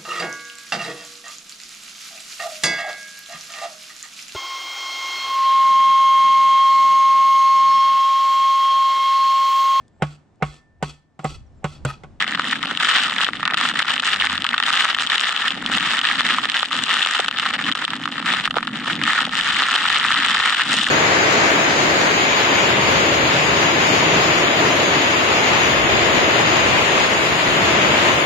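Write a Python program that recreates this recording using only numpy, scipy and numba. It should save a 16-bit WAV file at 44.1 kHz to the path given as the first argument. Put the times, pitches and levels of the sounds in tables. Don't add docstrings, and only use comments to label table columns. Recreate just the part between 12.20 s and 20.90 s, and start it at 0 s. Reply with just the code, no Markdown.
import sys
import numpy as np
from scipy import signal
from scipy.fft import rfft, irfft, next_fast_len
from scipy.io import wavfile
from scipy.ndimage import uniform_filter1d
from numba import njit

SR = 44100
rng = np.random.default_rng(int(sys.argv[2]) if len(sys.argv) > 2 else 0)


def natural_amplitude(level_db):
    exponent = np.asarray(level_db, float) / 20
    return 10 ** exponent


def int16_out(signal):
    q = np.round(np.clip(np.atleast_2d(signal).T, -1, 1) * 32767)
    wavfile.write(sys.argv[1], SR, q.astype(np.int16))


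N = 383669
SIZE = next_fast_len(N + SR // 4)
BIN_HZ = np.arange(SIZE // 2 + 1) * SR / SIZE
CONTROL_STEP = 64

# (time [s], half length [s], frequency [Hz], level [dB])
DRONES = [
    (2.097, 0.14, 86, -42),
    (3.75, 0.54, 57, -64),
]

# (time [s], half length [s], level [dB])
GUST_SWELLS = [(.1, 0.26, -38.5), (.47, 0.14, -36.5), (1.15, 0.23, -36.5), (.92, .08, -52),
               (1.45, 0.18, -37.5), (1.8, 0.14, -48), (2.2, 0.17, -38.5), (2.85, 0.17, -49),
               (3.5, 0.14, -34), (4.05, 0.15, -33), (4.63, 0.075, -36), (5.45, 0.11, -34),
               (5.72, 0.087, -40), (5.95, 0.23, -34), (6.55, 0.19, -34), (6.78, .1, -30), (7.1, 0.085, -32),
               (7.35, 0.059, -35.5), (7.7, 0.4, -39.5), (8.0, 0.11, -37), (8.58, 0.093, -31.5)]
# (time [s], half length [s], level [dB])
MOUNT_BUFFETS = [
    (1.3, 0.22, -66),
    (2.1, .25, -62),
    (4.0, 0.17, -66),
    (5.95, 0.14, -60),
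    (6.85, 0.2, -51),
    (7.967, 0.07, -46),
    (8.7, 0.095, -46),
]
# (frequency [Hz], density [dB per Hz])
RUMBLE_SPECTRUM = [(59, -45), (100, -17), (156, -5), (253, 1.5), (307, -3.5), (344, -10.5), (380, -23.5),
                   (490, -22.5), (840, -120)]
# (frequency [Hz], density [dB per Hz])
DEEP_SPECTRUM = [(20, -5), (40, -8), (60, -3), (85, 1), (110, -5), (150, 6), (300, -31)]
AIRSTREAM_DB, GUST_FLUTTER_DB = -45.5, 0.5
DEEP_DB, DEEP_FOLLOWS_GUSTS, DEEP_FLUTTER_DB = -54.5, 0.15, 4
DUCK_DB_PER_DB, DUCK_S = 0.11, 0.04
FIRING_HZ = 49.6

# (start [s], held [s], level [dB], treble over level [dB])
RAIN_SHEETS = [(0.0, 0.033, -17.5, -3), (0.262, 0.073, -32.5, 7), (0.602, 0.051, -19, 1.5),
               (0.692, 0.15, -16, 1), (1.01, 0.014, -19.5, 1), (1.25, 0.021, -23, -11),
               (1.38, 0.097, -21, 1), (1.58, 0.098, -22, -1), (1.67, 0.052, -21.5, 1),
               (1.858, 0.027, -19.5, 2.5), (2.001, 0.13, -21, 0.5), (2.46, 0.22, -20, 1.5),
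               (2.8, 0.047, -24, 2.5), (2.9, 0.17, -20.5, 1), (3.15, 0.13, -21.5, 0),
               (3.519, 0.22, -22.5, 2), (3.84, 0.084, -20, 0.5), (4.001, 0.21, -21, 1),
               (4.352, 0.089, -26, 5), (4.522, 0.13, -24, 2.5), (4.7, .3, -22.5, 2), (5.2, 0.099, -29, 2.5),
               (5.56, .1, -33, 1), (6.062, 0.075, -20, -1), (6.17, 0.052, -30, 1), (6.665, 0.017, -33, 7),
               (6.84, 0.16, -18, -0.5), (7.12, 0.12, -25, 2.5), (7.262, 1.16, -18.5, 0),
               (8.46, 0.2, -27.5, 7.5)]
ARRIVE_DB_PER_S, THIN_DB_PER_S = 726, 173
DRIZZLE_DB, DRIZZLE_TREBLE_DB, DRIZZLE_WANDER_DB = -32, -1, 2.5
# (start [s], length [s], depth [dB])
FAIRING_LULLS = [(0.033, 0.033, 14.5), (0.167, 0.014, 6), (0.333, 0.015, 11), (0.388, .04, 3.5),
                 (1.1, 0.024, 9), (1.162, 0.025, 3.5), (1.513, 0.038, 7), (1.803, 0.018, 8),
                 (2.157, 0.041, 8), (2.229, 0.012, 14), (2.272, 0.015, -4), (2.307, 0.0054, -10),
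                 (2.368, 0.012, 7), (3.322, 0.051, 7.5), (4.2, 0.034, 8), (4.262, 0.021, 5),
                 (4.431, 0.075, 4), (4.648, 0.022, 4), (5.091, 0.042, 13), (5.311, 0.023, 11),
                 (5.362, 0.022, 15), (5.501, .02, 11), (5.535, 0.013, 27), (5.79, 0.086, 3.5),
                 (5.865, 0.048, 12), (6.27, 0.035, 19), (6.303, 0.052, 20), (6.379, 0.051, 11),
                 (6.753, 0.11, 6.5), (7.033, 0.089, 6.5)]
SHELTER_EDGE_S = 0.0024

# (time [s], peak level [dB])
KNOCK_DROPS = [(0.1955, -1), (0.3282, -13), (0.4359, -14), (0.5112, -12.5), (0.6055, -12), (0.6774, -31),
               (1.0874, -9), (1.2296, -11), (1.3423, -10), (1.8302, -17), (2.2493, 2.5), (2.6529, -6),
               (2.9033, -25), (3.05, -23), (4.5116, -19), (5.0838, -15), (5.5513, -19), (5.6221, -12.5),
               (5.7334, -10), (5.876, -14), (5.9803, -17), (6.0257, -20), (6.3086, -17), (6.3415, -19),
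               (6.3674, -8.5), (6.4288, -18), (6.6777, -12), (6.8149, -19), (6.9895, -6.5), (7.654, -8.5)]
RING_DROPS = [(0.0426, -9), (0.1494, -6), (0.3304, -7), (0.356, -14), (0.4297, -13), (0.511, -13),
              (0.9634, -9.5), (1.066, -3), (1.0873, -17), (1.1331, -9), (1.253, -14), (1.3362, -8),
              (1.5933, -4), (2.0702, 3), (2.2653, 1), (2.331, -7.5), (2.38, -5), (2.9033, -13),
              (2.9444, -11), (3.8124, -22), (4.2343, -21), (5.083, -11), (5.3906, -9.5), (6.3081, -18),
              (6.428, -13), (6.8149, -9.5), (6.859, -10), (7.1975, -9.5), (7.2594, -21), (7.449, -12)]
SNAP_DROPS = [(0.2186, -15), (0.4287, -12.5), (0.5734, -2.5), (0.601, -16), (0.9828, -12), (1.2532, -10),
              (1.3096, -15), (1.3438, -5), (1.3716, -11), (1.7975, -12), (2.1784, -13), (2.2435, 4.5),
              (2.2657, -1.5), (2.2897, -7), (2.3795, -10), (2.901, -12), (3.814, -8), (4.7147, -9),
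              (5.0826, -7), (5.1114, -13), (5.5156, -12), (5.5513, -7.5), (5.7047, -13.5), (5.837, -21),
              (6.026, -28), (6.309, -36), (6.3089, -15.5), (6.429, -29), (6.754, -16), (6.8375, -7)]
# (time [s], peak level [dB], brightness [dB])
TILTED_DROPS = [(1.046, -3, 9.5), (1.2773, -2, -4), (1.4115, -10, -10), (1.7684, -21, -11), (1.8006, -25, 15),
                (1.9312, -8, 3), (1.9609, -11, 1), (2.3436, -5, 0.5), (2.4011, -4, -2), (2.4262, -6, -4),
                (2.436, -9.5, 6), (2.7478, -9, 5), (2.7859, -7.5, -2), (3.2811, -6, 7.5), (3.7911, -2, 1),
                (3.8521, -2, -1.5), (4.007, 4.5, -5), (4.2545, -12, 2.5), (4.2985, -9, 6), (4.4298, 1, -3),
                (4.4574, -17, 5), (4.6384, -6.5, 6), (5.0016, -5.5, 3), (5.1972, -5.5, 2.5),
                (5.5235, -1, 2.5), (5.679, -5, -3.5), (6.2551, -6, 3), (6.2758, -10.5, -3),
                (6.3835, -7.5, -6.5), (6.4766, -13, -6)]
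# (time [s], peak level [dB])
SHELL_SPLATS = [
    (0.516, -25),
    (1.086, -23),
    (1.45, -31),
    (4.429, -15.5),
    (4.996, -18.5),
    (5.082, -26),
    (6.364, -22),
    (6.369, -17.5),
    (6.675, -29),
    (7.074, -24),
]
KNOCK_MIX_DB, RING_MIX_DB, SNAP_MIX_DB = (1, -4, -10.5), (-11, -0.5, -12), (-6, -7.5, -0.5)
STRAYS_PER_S, STRAY_DB, STRAY_SCATTER_DB = 6, -18, 6.5
STRAY_SHELTER_DB_PER_DB = 1.43

# (frequency [Hz], t60 [s], gain in both ports alike [dB], gain in ports opposed [dB])
THUD_SHELL_MODES = [(394, 0.0073, -21, -30.5), (547, 0.01, -19, -26), (756, 0.012, -16, -21)]
KNOCK_SHELL_MODES = [(977, 0.0024, -12, -16), (1272, 0.0095, 0.5, -11.5), (1460, 0.013, -10, -14.5)]
RING_SHELL_MODES = [(1640, 0.058, -10, -26), (1830, 0.01, 1, -14), (2080, 0.0012, -6, -13)]
SNAP_SHELL_MODES = [(2700, 0.011, -10, -25.5), (2948, 0.0039, -4, -9.5), (3522, 0.0067, -10, -6.5),
                    (3905, 0.0026, -19.5, -13)]
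FIZZ_SHELL_MODES = [(5170, 0.0024, -23.5, -48), (6670, 0.0017, -26.5, -27.5), (7710, 0.0021, -26, -30.5),
                    (10510, 0.01, -38, -47)]
SKIRT = 0.3
DROPS_PER_S, SMALL_BLOW_DB = 1400, -6
SPLASH_S, SPLASH_DB = 0.00018, -5
RUNOFF_S, RUNOFF_DB = 0.0018, -5
LINK = 0.18

# (frequency [Hz], left minus right [dB])
PORT_TILT = [(60, 0.5), (110, -0.5), (190, -0.5), (340, -1), (620, -2), (1110, -1.5), (1980, -1), (3550, 3),
             (6360, -2.5), (11400, -0.5)]
# (frequency [Hz], gain [dB])
TOP_CUT = [(100, 0.5), (10900, -1), (11150, -4), (11350, -12), (12000, -20), (16000, -60)]


def through(x, response):
    return irfft(rfft(x, SIZE) * response, SIZE)[..., :N]


def unit(x):
    return x / np.sqrt(np.mean(x ** 2))


def colour(points):
    hz, db = np.transpose(points)
    return natural_amplitude(np.interp(np.log(BIN_HZ + 1), np.log(hz), db))


def walk(rate_hz):
    hold = int(SR / rate_hz)
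    steps = np.repeat(rng.standard_normal(N // hold + 1), hold)
    return 1.48 * uniform_filter1d(uniform_filter1d(steps, hold), hold)[:N]


def swells(table, floor_db):
    t = np.arange(0, N, CONTROL_STEP) / SR
    power = sum(natural_amplitude(2 * db) * np.exp(-((t - s) / half_s) ** 2) for s, half_s, db in table)
    return 10 * np.log10(natural_amplitude(2 * floor_db) + np.interp(np.arange(N) / SR, t, power))


def drones():
    t = np.arange(N) / SR
    out = np.zeros(N)
    for s, half_s, hz, db in DRONES:
        cycles = np.cumsum(hz * (1 + 0.062 * walk(9.7))) / SR
        out += natural_amplitude(db) * np.exp(-((t - s) / half_s) ** 2) * np.sin(2 * np.pi * cycles)
    return out


def wind(patter_db):
    gust_db = swells(GUST_SWELLS, AIRSTREAM_DB)
    loud_db = uniform_filter1d(patter_db, int(DUCK_S * SR)) + 30.5
    rumble_db = gust_db - DUCK_DB_PER_DB * loud_db + GUST_FLUTTER_DB * walk(6)
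    deep_db = swells(MOUNT_BUFFETS, DEEP_DB + DEEP_FOLLOWS_GUSTS * (gust_db + 28))
    return rumble_db, deep_db + DEEP_FLUTTER_DB * walk(6.4)


def rumble(rumble_db, deep_db):
    firing = np.cumsum(FIRING_HZ * (1 + 0.0273 * walk(5.2))) / SR
    throb = 1 + 0.22 * np.cos(2 * np.pi * firing)
    noise = rng.standard_normal((4, N))
    buffeted = noise[:2] * throb * natural_amplitude(1.5 * walk(15))
    body = unit(through(buffeted, colour(RUMBLE_SPECTRUM))) * natural_amplitude(rumble_db)
    deep = unit(through(noise[2:], colour(DEEP_SPECTRUM))) * natural_amplitude(deep_db)
    side = natural_amplitude(-17) * body[1] + natural_amplitude(-12) * deep[1]
    return body[0] + deep[0] + np.array([side, -side])


def sheets():
    t = np.arange(0, N, CONTROL_STEP) / SR
    start, held, db, sheet_treble_db = np.transpose(RAIN_SHEETS)[:, :, None]
    arriving_db = ARRIVE_DB_PER_S * np.maximum(start - t, 0)
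    thinning_db = THIN_DB_PER_S * np.maximum(t - start - held, 0)
    power = natural_amplitude(2 * (db - arriving_db - thinning_db))
    drizzle = natural_amplitude(2 * (DRIZZLE_DB + DRIZZLE_WANDER_DB * walk(9)[::CONTROL_STEP]))
    total = power.sum(axis=0) + drizzle
    treble_db = ((power * sheet_treble_db).sum(axis=0) + drizzle * DRIZZLE_TREBLE_DB) / total
    return [np.interp(np.arange(N) / SR, t, c) for c in (10 * np.log10(total), treble_db)]


def shelter():
    db = np.zeros(N)
    for s, length_s, depth_db in FAIRING_LULLS:
        db[int(s * SR):int((s + length_s) * SR)] = depth_db
    return uniform_filter1d(db, int(SHELTER_EDGE_S * SR))


def big_drops(shelter_db):
    rows = []
    for table, mix_db in ((KNOCK_DROPS, KNOCK_MIX_DB), (RING_DROPS, RING_MIX_DB), (SNAP_DROPS, SNAP_MIX_DB)):
        rows += [(s, *(db + np.array(mix_db))) for s, db in table]
    rows += [(s, db - 6 - bright_db, db - 1.5, db - 4.5 + bright_db) for s, db, bright_db in TILTED_DROPS]
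    count = int(STRAYS_PER_S * N / SR)
    at = rng.integers(N, size=count)
    stray_db = STRAY_DB + STRAY_SCATTER_DB * rng.standard_normal((count, 3))
    stray_db -= STRAY_SHELTER_DB_PER_DB * shelter_db[at, None]
    return np.vstack([rows, np.column_stack([at / SR, stray_db])]).T


def strikes(s, size):
    return np.bincount(np.minimum((s * SR).astype(int), N - 1), size, N)


def splashes(s, size, splash_s):
    pole = np.exp(-1 / (splash_s * SR))
    force = signal.lfilter([1 - pole], [1, -2 * pole, pole ** 2], strikes(s, size))
    return force / np.sqrt(splash_s * SR)


def causal(power):
    cepstrum = irfft(np.log(power + 1e-18) / 2, SIZE)
    cepstrum[1:SIZE // 2] *= 2
    cepstrum[SIZE // 2 + 1:] = 0
    return np.exp(rfft(cepstrum))


def modes(table):
    alike, opposed = 0, 0
    for hz, t60_s, alike_db, opposed_db in table:
        off = (BIN_HZ - hz) / (np.log(1000) / (2 * np.pi * t60_s))
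        skirts = 1 + ((BIN_HZ / hz - 1) / SKIRT) ** 4
        ring = np.minimum((BIN_HZ + 1) / hz, 1) ** 4 / (1 + off ** 2) / skirts
        alike = alike + natural_amplitude(2 * alike_db) * ring
        opposed = opposed + natural_amplitude(2 * opposed_db) * ring
    return causal(alike), causal(opposed)


def shake(table, s, small_db, hit_s, hit_db, mist, spray):
    alike, opposed = modes(table)
    small = natural_amplitude(small_db + 4.48 * rng.standard_normal(len(s)))
    hit = natural_amplitude(hit_db) / np.abs(irfft(alike, SIZE)).max()
    sign = np.sign(spray[1])
    hit_lean = rng.standard_normal(len(hit_s))
    small_lean = LINK * sign[(s * SR).astype(int)] + 0.89 * rng.standard_normal(len(s))

    splash = splashes(s, small * natural_amplitude(SMALL_BLOW_DB), SPLASH_S)
    splash = splash + splashes(hit_s, hit * natural_amplitude(SPLASH_DB), 2 * SPLASH_S)
    splash = splash + splashes(hit_s, hit * natural_amplitude(RUNOFF_DB), RUNOFF_S) + mist
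    blows = strikes(hit_s, hit) + strikes(s, small * natural_amplitude(SMALL_BLOW_DB))
    mid = through(splash * spray[0] + sign * blows, alike)

    side_spray = LINK * spray[0] + np.sqrt(1 - LINK ** 2) * spray[1]
    side_blows = strikes(hit_s, hit_lean * hit)
    side_blows = side_blows + strikes(s, small * natural_amplitude(SMALL_BLOW_DB - 2.5) * small_lean)
    side = through(splash * side_spray + side_blows, opposed)
    return np.array([mid + side, mid - side])


def rain(patter_db, treble_db, drops):
    chance = rng.random((int(DROPS_PER_S * N / SR), 2))
    s = chance[:, 0] * N / SR
    at = (s * SR).astype(int)
    spread_db = 7.0 - 0.12 * (patter_db[at] + 35.0)
    excess = np.minimum(-np.log(1 - chance[:, 1]), 3.5)
    small_db = patter_db[at] + spread_db * excess + 1.06 * walk(30)[at] + 21.5
    spray = rng.standard_normal((2, N))
    mist_flutter_db = (3.5 - 0.2 * (patter_db + 22)) * walk(60)
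    mist = natural_amplitude(patter_db + treble_db + mist_flutter_db + 3.5)

    big_s, knock_db, ring_db, snap_db = drops
    splat_s, splat_db = np.transpose(SHELL_SPLATS)
    thud_over_db = 2 - 0.47 * (patter_db[at] + 24.5)
    snap_over_db = treble_db[at] + 3
    fizz_over_db = 1.9 * treble_db[at] + 2
    groups = ((THUD_SHELL_MODES, thud_over_db, splat_s, splat_db + 3.5),
              (KNOCK_SHELL_MODES, -0.5, big_s, knock_db),
              (RING_SHELL_MODES, -0.5, big_s, ring_db - 0.5),
              (SNAP_SHELL_MODES, snap_over_db, big_s, snap_db + 5),
              (FIZZ_SHELL_MODES, fizz_over_db, big_s, snap_db - 11))
    return sum(shake(table, s, small_db + over_db, hit_s, hit_db, mist, spray)
               for table, over_db, hit_s, hit_db in groups)


def scene():
    patter_db, treble_db = sheets()
    shelter_db = shelter()
    background = drones() + rumble(*wind(patter_db))
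    return background + rain(patter_db - shelter_db, treble_db, big_drops(shelter_db))


@njit
def limit(x, top, release, ahead):
    gain, e = np.empty(len(x)), top
    for i in range(len(x)):
        e = max(x[min(i + ahead, len(x) - 1)], top + (e - top) * release)
        gain[i] = top / e
    return gain


def roll_off(x):
    return signal.sosfilt(signal.butter(12, 11990, fs=SR, output="sos"), x)


def record(dry):
    tilt = np.sqrt(colour(PORT_TILT))
    ports = through(dry, np.array([tilt, 1 / tilt]))
    gain = limit(np.abs(ports).max(axis=0), 0.72, np.exp(-1 / (0.022 * SR)), ahead=8)
    held = ports * uniform_filter1d(gain, size=16)
    mix = through(held, colour(TOP_CUT))
    return roll_off(mix)


dry = scene()
out = record(dry)
int16_out(out)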